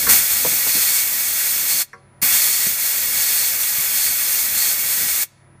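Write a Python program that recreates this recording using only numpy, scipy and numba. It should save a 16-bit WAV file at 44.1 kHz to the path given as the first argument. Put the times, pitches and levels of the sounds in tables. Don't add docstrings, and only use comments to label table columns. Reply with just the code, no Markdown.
import sys
import numpy as np
from scipy import signal
from scipy.fft import rfft, irfft, next_fast_len
from scipy.io import wavfile
from scipy.ndimage import uniform_filter1d, map_coordinates
from numba import njit

SR = 44100
rng = np.random.default_rng(int(sys.argv[2]) if len(sys.argv) > 2 else 0)


def int16_out(signal):
    q = np.round(np.clip(np.atleast_2d(signal).T, -1, 1) * 32767)
    wavfile.write(sys.argv[1], SR, q.astype(np.int16))


N = 246959
TOP_HZ = 15350


def amp(db):
    return 10 ** (np.asarray(db) / 20)


def unit(x):
    return x / np.sqrt(np.mean(x ** 2) + 1e-20)


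def along(points, hz):
    pitches, values = np.transpose(points)
    return np.interp(np.log(hz + 1), np.log(pitches + 1), values)


def wobble(rate):
    return map_coordinates(rng.standard_normal(int(N * rate / SR) + 4), [np.arange(N) * rate / SR])


def filtered(x, response):
    size = next_fast_len(x.shape[-1] + SR // 4)
    return irfft(rfft(x, size) * response(np.fft.rfftfreq(size, 1 / SR)), size)[..., :x.shape[-1]]


def noise(response, length=N):
    return unit(filtered(rng.standard_normal(length), response))


def valve(open_s=0.013, empty_s=0.068):
    # start_s, end_s
    blasts = [(-.05, 1.8216), (2.216, 5.233)]
    t = np.arange(N) / SR
    return sum(np.clip((t - start) / open_s, 0, 1) * amp(-60 * np.maximum(t - end, 0) / empty_s)
               for start, end in blasts)


def pressure_db(rise_s=0.009):
    # start_s, overshoot_db, settle_s, reserve_db, drain_s
    surges = [(.085, 8, 0.18, 2, 0.98), (2.205, 3.5, .09, 4.5, 0.34)]
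    total = np.zeros(N)
    for start_s, overshoot_db, settle_s, reserve_db, drain_s in surges:
        age = np.maximum(np.arange(N) / SR - start_s, 0)
        overshoot = overshoot_db * np.cos(np.pi / 2 * np.minimum(age / settle_s, 1)) ** 2
        reserve = reserve_db * np.cos(np.pi / 2 * np.minimum(age / drain_s, 1))
        total += np.minimum(age / rise_s, 1) * (overshoot + reserve)
    return total


def sweep_db(edge_s=0.059, arch_share=0.18):
    # start_s, end_s, extra_splash_db, extra_whistle_db
    sweeps = [(-.05, 0.614, 2, 3), (0.668, 1.038, 4.5, 6.5), (1.196, 1.632, 1.7, 1),
              (1.672, 1.877, 4.5, 9.5), (2.308, 2.702, 4.6, 7.5), (2.81, 3.08, 1.3, 6),
              (3.136, 3.505, 4, 8.5), (3.62, 3.868, 2.2, 0), (3.945, 4.13, 5, 7), (4.195, 4.48, 2.5, -1),
              (4.554, 4.728, 5.2, 9), (4.853, 5.28, 2.5, 1)]
    t, splash, whistle = np.arange(N) / SR, np.zeros(N), np.zeros(N)
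    for start, end, splash_db, whistle_db in sweeps:
        on_part = np.clip(np.minimum(t - start, end - t) / edge_s + .5, 0, 1)
        arch = np.sin(np.pi * np.clip((t - start) / (end - start), 0, 1))
        contact = on_part * (1 - arch_share + arch_share * arch)
        splash += splash_db * contact
        whistle += whistle_db * contact
    return splash, whistle


def jet_band(low_hz, high_hz):
    # pitch_hz, level_db
    jet = [(300, -24), (1050, -16.5), (1900, -9.5), (2450, -8.5), (3000, -17.5), (4300, -6.5), (5800, -9),
           (6600, -4.5), (8400, -2), (10500, -9), (11500, -3), (13200, -3.5), (15100, 0)]
    # pitch_hz, width_hz, boost_db
    cabin = [(1060, 70, -4.6), (1450, 45, -4.5), (1510, 45, 3.3), (1630, 45, -3.5), (1690, 35, 3.5),
             (1810, 45, -3.2), (1920, 52, 5.8), (2030, 70, -4.2), (2205, 80, 7.3), (2320, 45, -4.5),
             (2770, 45, 6), (3220, 45, 7), (3450, 170, 6.4), (3590, 45, 4.5), (3900, 300, -3.4),
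             (4870, 110, -7.6), (5215, 55, 5), (6000, 55, 4.5), (6260, 60, 3), (6665, 55, 3),
             (6830, 110, -2.9), (7120, 45, -5), (7560, 280, -4.6), (7850, 110, -4.5), (8820, 70, -6.4),
             (9950, 280, 2.4), (10190, 110, -4.7), (10980, 110, 4.6), (11565, 70, 5.7), (13810, 70, 3.5)]

    def response(hz):
        cabin_db = sum(db / (1 + (2 * (hz - centre) / width) ** 2) for centre, width, db in cabin)
        return amp(along(jet, hz) + cabin_db) * (hz > low_hz) * (hz < high_hz)
    return noise(response)


def walls(x, strength=0.069, count=10):
    delays_s = rng.uniform(.003, .02, count)
    echoes = sum(rng.choice([-1, 1]) * np.pad(x, (int(delay * SR), 0))[:N] for delay in delays_s)
    return (x + strength * echoes) / np.sqrt(1 + count * strength ** 2)


def draught(pressure, gust_db=14, gust_s=0.13):
    # pitch_hz, level_db
    rumble = [(20, -23.5), (55, 0), (130, -5), (220, -2.5), (330, -8.5), (420, -15.5), (500, -6), (600, -8),
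              (750, -22), (1500, -49.5)]
    gust = gust_db * np.exp(-np.arange(N) / SR / gust_s)
    level_db = -49 + 0.69 * pressure + gust + 2.5 * wobble(22) + 0.9 * wobble(7)
    return noise(lambda hz: amp(along(rumble, hz))) * amp(level_db)


def air_jet(hiss_db=-22, splash_db=-3, rush_db=-11, whistle_db=-20, flutter_db=0.53):
    pressure = pressure_db()
    sweep, edge_db = sweep_db()
    sizzle = jet_band(10500, TOP_HZ) * amp(pressure + 0.46 * sweep)
    splash = jet_band(3000, 10500)
    rush = jet_band(300, 3000) * amp(rush_db + 1.09 * pressure + 0.48 * sweep + 0.5 * wobble(30))
    whistle = jet_band(4180, 4680) * amp(whistle_db + edge_db)
    on_metal = amp(splash_db + pressure + sweep) * (splash + whistle)
    hiss = amp(hiss_db + flutter_db * wobble(35)) * (sizzle + on_metal + rush)
    return valve() * (walls(hiss) + draught(pressure))


def idle_machine(fan_db=-52, waver_radians=0.15):
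    # pitch_hz, level_db
    hum = [(133.7, -54), (97, -56), (337, -65.5), (580, -70), (980, -65), (1308, -70.5), (1850, -80.5),
           (9990, -63.5), (14998, -88)]
    # pitch_hz, level_db
    fan = [(25, -21), (50, -7.5), (125, -6), (210, -6), (280, -14.5), (350, -10), (450, -17.5),
           (600, -13.5), (1100, -18.5), (1950, -19), (3000, -32.5), (7000, -41.5), (11000, -55)]
    t = np.arange(N) / SR
    tones = sum(amp(db) * np.sqrt(2) * np.sin(2 * np.pi * hz * t + waver_radians * wobble(12))
                for hz, db in hum)
    return tones + amp(fan_db) * noise(lambda hz: amp(along(fan, hz)))


def ring(tones, t, build_cycles):
    out = np.zeros(len(t))
    for hz, db, fade_s in tones:
        fade = amp(db + rng.normal(0, 1) - 60 * t / fade_s)
        build = 1 - np.exp(-hz * t / build_cycles)
        out += fade * build * np.sin(2 * np.pi * (hz * t + rng.random()))
    return out / np.linalg.norm([amp(db) for _, db, _ in tones])


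def valve_clacks(crack_hz=1700, crack_fade_s=0.075, tick_db=-23):
    # start_s, level_db
    strikes = [(.068, -15), (1.9316, -33.5)]
    # pitch_hz, level_db, fade_s
    valve_tones = [(200, -6, 0.19), (375, -15.5, 0.52), (470, -3.5, .19), (560, -15, 0.42),
                   (760, -14.5, 0.37), (982, -5.5, 0.16), (1096, -2, 0.15), (1146, -6.5, 0.22),
                   (1372, -3, .14), (1587, -1.5, 0.13), (1687, -9.5, .14), (1804, -2.5, 0.063),
                   (2020, -11, 0.16), (2120, -5.5, .12), (5572, -9.5, .07), (5820, -11.5, 0.065)]
    out, t = np.zeros(N + SR), np.arange(SR // 2) / SR
    for start_s, db in strikes:
        crack = noise(lambda hz: 1 / (1 + ((hz - crack_hz) / 520) ** 4), len(t))
        tick = amp(tick_db) * rng.standard_normal(len(t))
        contact = (crack + tick) * amp(-60 * t / crack_fade_s)
        ringing = 1.4 * ring(valve_tones, t, build_cycles=2.6)
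        out[round(start_s * SR):][:len(t)] += amp(db) * (contact + ringing)
    return out[:N]


def panel_bumps(thud_db=2, thud_rise_s=0.0044, thud_fade_s=0.091):
    # start_s, level_db, centre_hz, spread_octaves
    bumps = [(.448, -19.5, 620, 1.2), (0.464, -28, 208, 0.99), (0.519, -30.5, 220, 1.2),
             (0.665, -28.5, 604, 1.5), (.748, -30, 232, 1.1), (.766, -29.5, 260, 1.5),
             (2.219, -30.5, 207, 1.1), (2.664, -31.5, 200, 1.6), (3.783, -34.5, 129, 0.72)]
    # pitch_hz, level_db, fade_s
    panel_tones = [(153, 3.5, 0.086), (212, -3, 0.14), (292, -3.5, 0.087), (418, -10, 0.098),
                   (507, -6, 0.18), (755, -18, 0.072), (954, -1, 0.072)]
    out, t = np.zeros(N + SR), np.arange(SR // 2) / SR
    for start_s, db, centre_hz, spread in bumps:
        def reach_db(hz):
            return -30 * np.log10(1 + (np.log2((hz + 1) / centre_hz) / spread) ** 2)
        struck_tones = [(hz, level + reach_db(hz), fade_s) for hz, level, fade_s in panel_tones]
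        ringing = ring(struck_tones, t, build_cycles=0.5)
        thud = noise(lambda hz: amp(reach_db(hz)) / (1 + (hz / 2600) ** 4), len(t))
        thud *= amp(thud_db - 60 * t / thud_fade_s) * (1 - np.exp(-t / thud_rise_s))
        out[round(start_s * SR):][:len(t)] += amp(db) * (ringing + thud)
    return out[:N]


def workshop_echo(x):
    # pitch_hz, fade_s
    fades = [(200, 0.54), (2000, 0.65), (6000, 0.41), (14000, 0.18)]
    hz, t, spectrum = signal.stft(rng.standard_normal(SR), SR, nperseg=256)
    tail = signal.istft(spectrum * amp(-60 * t / along(fades, hz)[:, None]), SR, nperseg=256)[1]
    return signal.fftconvolve(x, tail / np.linalg.norm(tail))[:N]


def scene():
    near = amp(10) * air_jet() + amp(9.5) * panel_bumps() + amp(6) * valve_clacks()
    mono = near + amp(-28.5) * workshop_echo(near) + idle_machine()
    return np.array([mono, mono])


@njit
def follow_level(level, rise, fall):
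    out, held = np.zeros(len(level)), level[0]
    for i in range(len(level)):
        held += (level[i] - held) * (rise if level[i] > held else fall)
        out[i] = held
    return out


def record(dry, max_cut_db=10.5, half_cut_at_db=-35, rise_s=0.015, fall_s=0.043):
    loudness = uniform_filter1d(np.abs(dry[0]), SR // 200)
    level = follow_level(loudness, 1 / (rise_s * SR), 1 / (fall_s * SR))
    turned_down = dry * amp(-max_cut_db * level / (level + amp(half_cut_at_db)))
    rounded = turned_down / (1 + np.abs(turned_down) ** 8) ** (1 / 8)
    return filtered(rounded, lambda hz: np.clip((TOP_HZ - hz) / 120, 0, 1))


dry = scene()
out = record(dry)
int16_out(out)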